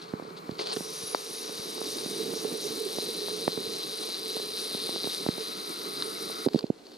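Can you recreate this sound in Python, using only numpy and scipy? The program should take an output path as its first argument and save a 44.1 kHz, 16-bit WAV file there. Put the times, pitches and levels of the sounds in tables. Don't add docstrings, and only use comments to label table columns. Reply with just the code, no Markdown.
import sys
import numpy as np
from scipy import signal
from scipy.fft import rfft, irfft
from scipy.io import wavfile
from scipy.ndimage import uniform_filter1d

SR = 44100
rng = np.random.default_rng(int(sys.argv[2]) if len(sys.argv) > 2 else 0)


def unload_wav(signal):
    wavfile.write(
        sys.argv[1],
        SR,
        np.round(np.clip(np.atleast_2d(signal).T, -1, 1) * 32767).astype(np.int16),
    )


N = 307377
TIME = np.arange(N) / SR
START_S, STOP_S, ROTOR_HZ = 0.738, 6.466, 186.8


def undb(db):
    return 10 ** (np.asarray(db) / 20)


def unit(x):
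    return x / np.sqrt(np.mean(x ** 2))


def curve(rows):
    times_s, *columns = np.transpose(rows)
    return np.squeeze([np.interp(TIME, times_s, column) for column in columns])


def strokes(rows, attack_s, release_s):
    return sum(undb(db) * np.clip((TIME - start_s) / attack_s, 0, 1)
               * np.exp(-np.maximum(TIME - start_s - length_s, 0) / release_s)
               for start_s, length_s, db in rows)


def noise():
    return rng.standard_normal(N)


def walk(rate_hz):
    knots = rng.standard_normal(int(N / SR * rate_hz) + 3)
    return unit(np.interp(TIME * rate_hz, np.arange(len(knots)), knots))


def butter(x, hz, kind, order):
    return signal.sosfilt(signal.butter(order, hz, kind, fs=SR, output="sos"), x + 1e-18)


def colour(x, outline):
    hz, db = np.transpose(outline)
    bins_hz = np.fft.rfftfreq(N, 1 / SR) + 1e-3
    gain = undb(np.interp(np.log(bins_hz), np.log(hz), db))
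    cepstrum = irfft(np.log(gain), N)
    cepstrum[1:] *= 2 * (np.arange(1, N) < N // 2)
    return irfft(rfft(x) * np.exp(rfft(cepstrum)), N)


def ring(force, modes, wander_db=0.74):
    ringing = 0
    for hz, width_hz, db in modes:
        b, a = signal.iirpeak(hz, hz / width_hz, SR)
        swell = undb(db + wander_db * walk(11))
        ringing += swell * signal.lfilter(b, a, signal.lfilter(b, a, force * noise()))
    return unit(ringing)


def rotor_turns(wobble=0.024):
    return np.cumsum(ROTOR_HZ * (1 + wobble * walk(30))) / SR


def gear_contact(turns, grip=2.6, grip_s=0.00035, backlash_s=0.00013, peak_load_s=3.87, load_span_s=3.7):
    turn = turns.astype(int)
    scatter, late = rng.standard_normal((N // 100, 2)).T
    load = np.exp(-((TIME - peak_load_s) / load_span_s) ** 2)
    strength = load * undb(2 * scatter[turn] + 0.5 * (turn % 3 == 0))
    force = 1 + grip * strength * np.exp(-(turns % 1) / ROTOR_HZ / grip_s)
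    starts = np.flatnonzero(np.diff(turn)) + 1
    play = (backlash_s * SR * late[:len(starts)]).astype(int)
    clicks = np.bincount(np.clip(starts + play, 0, N - 1), strength[starts], N)
    return force / np.sqrt(uniform_filter1d(force ** 2, SR // 10)), clicks


def zoom_motor(turns, contact, clicks, output_turn_s=0.274, tight_spot_s=4.065):
    # time in seconds, relative rasp level in dB, relative whine level in dB.
    gear_load = [(.8, -50, -50), (1.05, -45, -50), (1.25, -46.5, -51), (1.55, -43, -48.5), (2.1, -41, -48),
                 (2.45, -44, -46), (2.65, -44, -43.5), (3.25, -42.5, -42), (3.6, -44.5, -43),
                 (4.55, -41, -42), (5.05, -39, -40), (5.22, -44, -41.5), (6.44, -43.5, -45.5)]
    # frequency in Hz, width in Hz, gain in dB.
    gearbox_modes = [(3802, 336, 1), (4520, 670, -4.5), (4855, 390, -2.5)]
    whine_modes = [(4057, 336, 0)]
    # frequency in Hz, gain in dB.
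    tooth_spectrum = [(300, -42), (1500, -30), (3000, -16.5), (3550, -8.5), (4030, 0.5), (4300, -5.5),
                      (4800, -5), (5400, -18), (7500, -35.5), (15500, -44)]
    scrape_spectrum = [(40, -35), (300, -22.5), (700, -18.5), (1200, -22), (1650, -19), (2300, -16.5),
                       (3200, -14), (5500, -16.5), (7500, -51), (9000, -21), (13300, -30.5), (15500, -24.5)]
    tight = np.cos(2 * np.pi * (TIME - tight_spot_s) / output_turn_s)
    rasp, whine = undb(curve(gear_load) + 0.5 * tight)
    slide = undb(-42.5 - 1.09 * (TIME - START_S) + 0.36 * tight)
    gears = rasp * ring(contact, gearbox_modes) + whine * ring(contact, whine_modes, wander_db=0.7)
    teeth = undb(-2.5) * np.sqrt(rasp * whine) * unit(colour(clicks, tooth_spectrum))
    scrape_gain = undb(-5.5) * np.sqrt(np.hypot(rasp, whine) * slide)
    scrape = scrape_gain * unit(colour(np.sqrt(contact) * noise(), scrape_spectrum))
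    drive = undb(-2) * gears + teeth + scrape + barrel(contact, slide)
    sizzle = brushes(turns, tight)
    running = np.clip((TIME - START_S) / 0.015, 0, 1) * np.clip((STOP_S - TIME) / 0.001, 0, 1)
    waver, flutter = undb(0.5 * walk(14)), undb(0.5 * walk(60))
    return running * waver * (flutter * drive + sizzle)


def barrel(contact, slide, groan_rise_db_per_s=7):
    # start in seconds, length in seconds, level in dB.
    catches = [(1.88, 0.07, -55), (2.34, .06, -51), (2.6, 0.077, -48), (2.9, 0.13, -55), (3.71, 0.062, -57),
               (3.97, 0.16, -59), (4.29, 0.045, -59), (4.56, 0.062, -56), (5.09, .07, -54),
               (6.17, 0.041, -56)]
    # frequency in Hz, width in Hz, gain in dB.
    barrel_modes = [(4740, 340, -1.5), (5640, 940, 2.5), (6400, 1300, -3.5)]
    groan_modes = [(1300, 340, 0), (2100, 450, -5)]
    friction = undb(-3) * slide + strokes(catches, attack_s=0.025, release_s=0.023)
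    hiss = friction * ring(np.sqrt(contact), barrel_modes)
    groan = undb(-49 - groan_rise_db_per_s * (STOP_S - TIME)) * ring(contact, groan_modes)
    return hiss + groan


def brushes(turns, tight, sizzle_db=1.84, pinion_db=1.5):
    # time in seconds, relative level in dB.
    brush_levels = [(.8, -46.5), (1.55, -45), (2.3, -45), (2.7, -43), (3.8, -46.5), (4.4, -44), (5.1, -44),
                    (5.35, -47), (6.44, -44.5)]
    # frequency in Hz, width in Hz, gain in dB.
    can_modes = [(8240, 790, -3), (9415, 1020, 1.5), (11040, 860, -1), (12830, 1200, -4.5)]
    force = undb(sizzle_db * walk(150) + pinion_db * np.cos(2 * np.pi * turns / 3))
    return undb(curve(brush_levels) - 1.5 + 0.75 * tight) * ring(force, can_modes, wander_db=0.8)


def case_drone(hum_hz=176, hum_width_hz=55, hum_rest_db=-72):
    # time in seconds, relative drone level in dB, relative rumble level in dB.
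    shake = [(0, -50, -62), (.55, -55, -56.5), (.7, -47, -60.5), (1.3, -48.5, -59.5), (1.8, -45.5, -51),
             (2.3, -41.5, -45.5), (2.8, -42.5, -49.5), (3.45, -42.5, -49.5), (3.9, -46, -53),
             (4.95, -45.5, -51), (5.6, -50.5, -53), (6.2, -46, -48.5), (6.45, -50, -50.5), (6.5, -54, -58),
             (6.58, -45.5, -49), (6.72, -62, -79), (6.97, -68, -57)]
    # frequency in Hz, width in Hz, gain in dB.
    case_modes = [(436.3, 59.7, 0.5), (561, 44, -15)]
    # centre in seconds, half length in seconds, level in dB.
    grip_booms = [(.27, 0.57, -55.5), (0.85, 0.21, -54.5), (3.4, 0.42, -55.5), (5.29, 0.18, -55)]
    # frequency in Hz, gain in dB.
    rumble_spectrum = [(40, -50), (70, -34), (110, -16), (180, -4.5), (290, 0.5), (400, 3), (455, -2.5),
                       (500, -17.5), (600, -13), (800, -19.5), (1500, -28)]
    drone_db, rumble_db = curve(shake)
    tone = undb(drone_db + 1 + walk(22)) * ring(1, case_modes)
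    grip = sum(undb(db) * np.exp(-((TIME - at_s) / half_s) ** 2) for at_s, half_s, db in grip_booms)
    hum = (undb(hum_rest_db) + grip) * ring(1, [(hum_hz, hum_width_hz, 0)])
    surges = noise() * undb(2.5 * walk(30))
    return tone + hum + undb(rumble_db + 6) * unit(colour(surges, rumble_spectrum))


def case_throbs():
    # centre in seconds, peak in dB, half length in seconds, pitch in Hz.
    throbs = [(0.597, -30, 0.0043, 420), (0.611, -31.5, 0.004, 420), (0.772, -28, 0.0054, 430),
              (2.206, -29, 0.014, 440), (2.332, -31, 0.0077, 435), (2.374, -30.5, .012, 444),
              (2.456, -23, 0.0082, 438), (2.66, -28.5, .016, 427), (2.811, -27, 0.008, 438),
              (2.865, -27.5, 0.0089, 400), (3.091, -28.5, 0.0047, 426), (3.402, -32, 0.0094, 448),
              (4.309, -33, 0.0065, 424), (4.36, -30.5, 0.0066, 437), (5.412, -31.5, 0.011, 440),
              (6.223, -33, 0.011, 445)]
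    return sum(undb(db) * np.exp(-((TIME - at_s) / half_s) ** 2) * np.sin(2 * np.pi * hz * (TIME - at_s))
               for at_s, db, half_s, hz in throbs)


def knocks(rows, push, wind_cut_hz=265, pan_db=-6.5, sharp_ms=0.43):
    mid, side, t_ms = np.zeros(N), np.zeros(N), 1000 * TIME[:SR // 25]
    for start_s, db, rise_ms, bass_hz in rows:
        swing = -butter(push(rise_ms, t_ms), wind_cut_hz, "high", order=2)
        swing = butter(swing, bass_hz, "high", order=2)
        swing *= undb(db) / np.abs(swing).max()
        left = undb(pan_db * (rise_ms > sharp_ms))
        mid[int(start_s * SR):][:len(t_ms)] += swing
        side[int(start_s * SR):][:len(t_ms)] += swing * (left - 1) / (left + 1)
    return np.array([mid, side])


def pulse(rise_ms, t_ms, roundness):
    phase = t_ms / rise_ms
    return (phase * np.exp(1 - phase)) ** roundness


def lens_bumps(roundness=5.5, soft_ms=2.46, case_cut_hz=2000, spread_hz=300):
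    # start in seconds, peak in dB, rise in ms, bass cutoff in Hz.
    bumps = [(0.1358, -19.5, 1.83, 90), (0.197, -28, 0.74, 150), (.2225, -29, 1.35, 150),
             (.25, -36, 1.2, 200), (.279, -39, 1.9, 130), (.307, -35, 1.3, 180), (0.4916, -21.5, 1.5, 89.5),
             (.516, -32, 3.5, 130), (0.5925, -26, 0.47, 200), (.764, -33, 0.38, 200),
             (0.767, -25, 1.34, 100), (0.8061, -25.5, 1.2, 130), (1.032, -37, 3.3, 90),
             (1.1473, -12.5, 0.37, 294), (1.306, -39, 2.6, 110), (1.494, -30.5, 0.86, 110),
             (1.592, -38, 3.4, 60), (1.78, -31, 0.49, 200), (1.815, -24.5, 0.6, 130),
             (2.0594, -25.5, 1.35, 130), (2.336, -26, 1.1, 130), (2.4463, -24.5, 0.93, 150),
             (2.9847, -21, 0.87, 100), (3.2835, -26, 0.54, 110), (3.4782, -11, 0.68, 50.4),
             (3.575, -23.5, 1.3, 110), (3.672, -33, 2.5, 120), (4.09, -31.5, 0.75, 200),
             (4.367, -25.5, 0.81, 150), (4.399, -30.5, 0.69, 110), (4.714, -36, 0.77, 170),
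             (4.747, -24, 1.35, 121), (4.8914, -24, 0.8, 130), (4.96, -25.5, 0.67, 130),
             (5.042, -27, 1.1, 130), (5.0717, -24, 0.9, 130), (5.2632, -18, 0.77, 70),
             (5.287, -14, 1.9, 90), (5.38, -26, 1.1, 150), (6.299, -29.5, 0.45, 250),
             (6.4852, -23.5, 0.45, 170)]

    def hard_push(rise_ms, t_ms):
        hardness = max(1 - (rise_ms / soft_ms) ** 4, 0)
        edge = 2 * undb(-19) * hardness * pulse(0.13 * rise_ms, t_ms, roundness)
        push = butter(pulse(rise_ms, t_ms, roundness) + edge, case_cut_hz, "low", order=4)
        return 2 * butter(push, spread_hz, "low", order=1) - push

    return knocks(bumps, hard_push)


def release_thuds(skin_hz=900):
    # start in seconds, peak in dB, rise in ms, bass cutoff in Hz.
    thuds = [(6.4612, -18, 1.1, 280), (6.4632, -13, 1.6, 262), (6.4708, -13, 1.66, 220),
             (6.5448, -9, 1.6, 201), (6.5573, -13, 1.87, 171), (6.64, -16, 1.46, 170),
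             (6.7008, -11.5, 1.58, 140)]

    def soft_push(rise_ms, t_ms):
        return butter(pulse(rise_ms, t_ms, roundness=4), skin_hz, "low", order=5)

    return knocks(thuds, soft_push)


def plastic_ticks(build_s=0.00019, decay_s=0.0013, part_q=10):
    # start in seconds, relative level in dB, pitch of the part in Hz, gain of its ring in dB.
    ticks = [(.572, -36, 5000, 6), (0.5918, -16, 2580, 6), (0.596, -20, 2000, 14), (0.614, -20, 4340, 6),
             (.671, -17, 4180, 15.5), (0.698, -24, 4100, 16), (0.7157, -19.5, 3500, 4),
             (0.737, -26.5, 8800, 14), (0.7638, -19, 2600, 6), (0.77, -22.5, 2800, 6),
             (1.1468, -15.5, 1170, 10), (1.147, -20.5, 3600, 14), (1.9849, -21, 3580, 19),
             (3.478, -19, 1720, 9), (4.033, -31, 4720, 14), (4.576, -24, 4000, 20), (5.287, -24, 1900, 10),
             (6.0232, -13.5, 3250, 12), (6.0242, -18, 5200, 4), (6.486, -22.5, 3560, 12),
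             (6.534, -22, 4600, 9), (6.5902, -18.5, 4080, 17), (6.592, -22, 4670, 10),
             (6.6085, -29, 4100, 12), (6.629, -29, 2500, 12), (6.667, -32, 4250, 15),
             (6.868, -38, 4400, 19), (6.918, -34.5, 4000, 17)]
    # frequency in Hz, gain in dB.
    shell_spectrum = [(40, -28), (300, -7), (1200, -1.5), (2000, -8.5), (2800, -8), (3600, 0), (4150, 3),
                      (4900, 6), (5700, -11), (7500, -20), (9500, -13), (12000, -32), (15500, -26)]
    blows, parts, t = np.zeros(N), np.zeros(N), TIME[:SR // 100]
    chatter = 0.33 * np.minimum(t / build_s, 1) * np.exp(-t / decay_s)
    for start_s, db, hz, part_db in ticks:
        blow = undb(db) * ((t == 0) + chatter * rng.standard_normal(len(t)))
        part = signal.lfilter(*signal.iirpeak(hz, part_q, SR), blow)
        blows[int(start_s * SR):][:len(t)] += butter(blow, 1.57 * hz, "low", order=2)
        parts[int(start_s * SR):][:len(t)] += undb(part_db) * part
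    return undb(9) * colour(blows, shell_spectrum) + parts


def focus_drive(width_hz=1700, flutter_db=4):
    # start in seconds, length in seconds, level in dB, pitch in Hz.
    runs = [(0.723, 0.013, -37, 8860), (0.918, 0.213, -44, 10100), (1.297, 0.13, -47.5, 10300),
            (1.868, 0.31, -48.5, 9000), (4.56, 0.12, -45.5, 9850), (4.8, 0.075, -49, 9200)]
    flutter = undb(flutter_db * walk(90))
    return sum(strokes([run], attack_s=0.014, release_s=0.008) * ring(flutter, [(hz, width_hz, 0)])
               for *run, hz in runs)


def finger(slip_db=2.2, fidget_db=2):
    # start in seconds, length in seconds, level in dB.
    rubs = [(.014, .025, -47.5), (.365, 0.023, -53), (.505, 0.0069, -56), (.58, 0.011, -45),
            (.592, 0.035, -36.5), (.635, .02, -44), (.657, 0.055, -38), (.716, 0.019, -34.5),
            (3.745, .012, -43), (4.025, 0.0066, -38), (4.145, .012, -45), (5.037, 0.0054, -37),
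            (6.533, 0.058, -48.5)]
    # time in seconds, level in dB.
    resting_levels = [(0, -56.5), (6.67, -54.5), (6.71, -64), (6.78, -61.5), (6.97, -57.5)]
    # frequency in Hz, gain in dB.
    rub_spectrum = [(40, -46), (300, -3.5), (1200, -7.5), (2000, -12), (2800, -6.5), (3700, 0.5),
                    (4270, 7.5), (4900, -1), (5700, -7), (7500, -17), (9500, -13.5), (12000, -34),
                    (13600, -24), (15000, -40)]
    slips, fidget = undb(slip_db * walk(400)), undb(fidget_db * walk(35))
    pressure = strokes(rubs, attack_s=0.0053, release_s=0.0067) + undb(curve(resting_levels)) * fidget
    return pressure * unit(colour(noise() * slips, rub_spectrum))


def idle_mechanism(level_db=-56.5, end_s=6.1, fade_s=0.036):
    # frequency in Hz, width in Hz, gain in dB.
    idle_modes = [(1180, 630, 1), (2215, 510, -4), (4040, 110, -5)]
    return undb(level_db) * np.clip((end_s - TIME) / fade_s, 0, 1) * ring(1, idle_modes)


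def open_air(level_db=-54.5):
    # frequency in Hz, gain in dB.
    air_spectrum = [(25, -13), (60, -12), (150, -8.5), (320, 9), (600, -0.5), (1200, -9), (2500, -14),
                    (6000, -19.5), (10000, -23.5), (15500, -35)]
    return undb(level_db) * unit(colour(noise(), air_spectrum))


def widen(x, low_hz, order, high_hz=700, gain_db=6.5):
    return undb(gain_db) * butter(butter(x, low_hz, "high", order), high_hz, "low", order=1)


def scene(stray_hz=1400, port_lag=0.13, drone_lean=0.23):
    turns = rotor_turns()
    contact, clicks = gear_contact(turns)
    lens = zoom_motor(turns, contact, clicks) + focus_drive()
    lens += finger() + plastic_ticks() + idle_mechanism()
    stray = zoom_motor(turns, contact, clicks) + finger() + idle_mechanism()
    stray = undb(-3) * stray + undb(9) * butter(stray, stray_hz, "low", order=4)
    drone = case_drone() + case_throbs()
    knock_mid, knock_side = lens_bumps() + release_thuds()
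    mid = lens + drone + knock_mid + open_air()
    side = knock_side - drone_lean * drone
    side += undb(-0.6) * widen(lens, low_hz=370, order=2)
    side += widen(stray + undb(-5.5) * drone, low_hz=582, order=4)
    side += undb(-0.5) * widen(knock_mid, low_hz=746, order=4)
    side -= port_lag * np.gradient(lens)
    side += undb(-4) * open_air() + undb(-22) * case_drone()
    return np.array([mid + side, mid - side])


def record(dry, port_hz=14200, top_hz=15450):
    soft = butter(dry, port_hz, "low", order=3)
    return signal.sosfilt(signal.ellip(10, 0.2, 80, top_hz, fs=SR, output="sos"), soft)


dry = scene()
out = record(dry)
unload_wav(out)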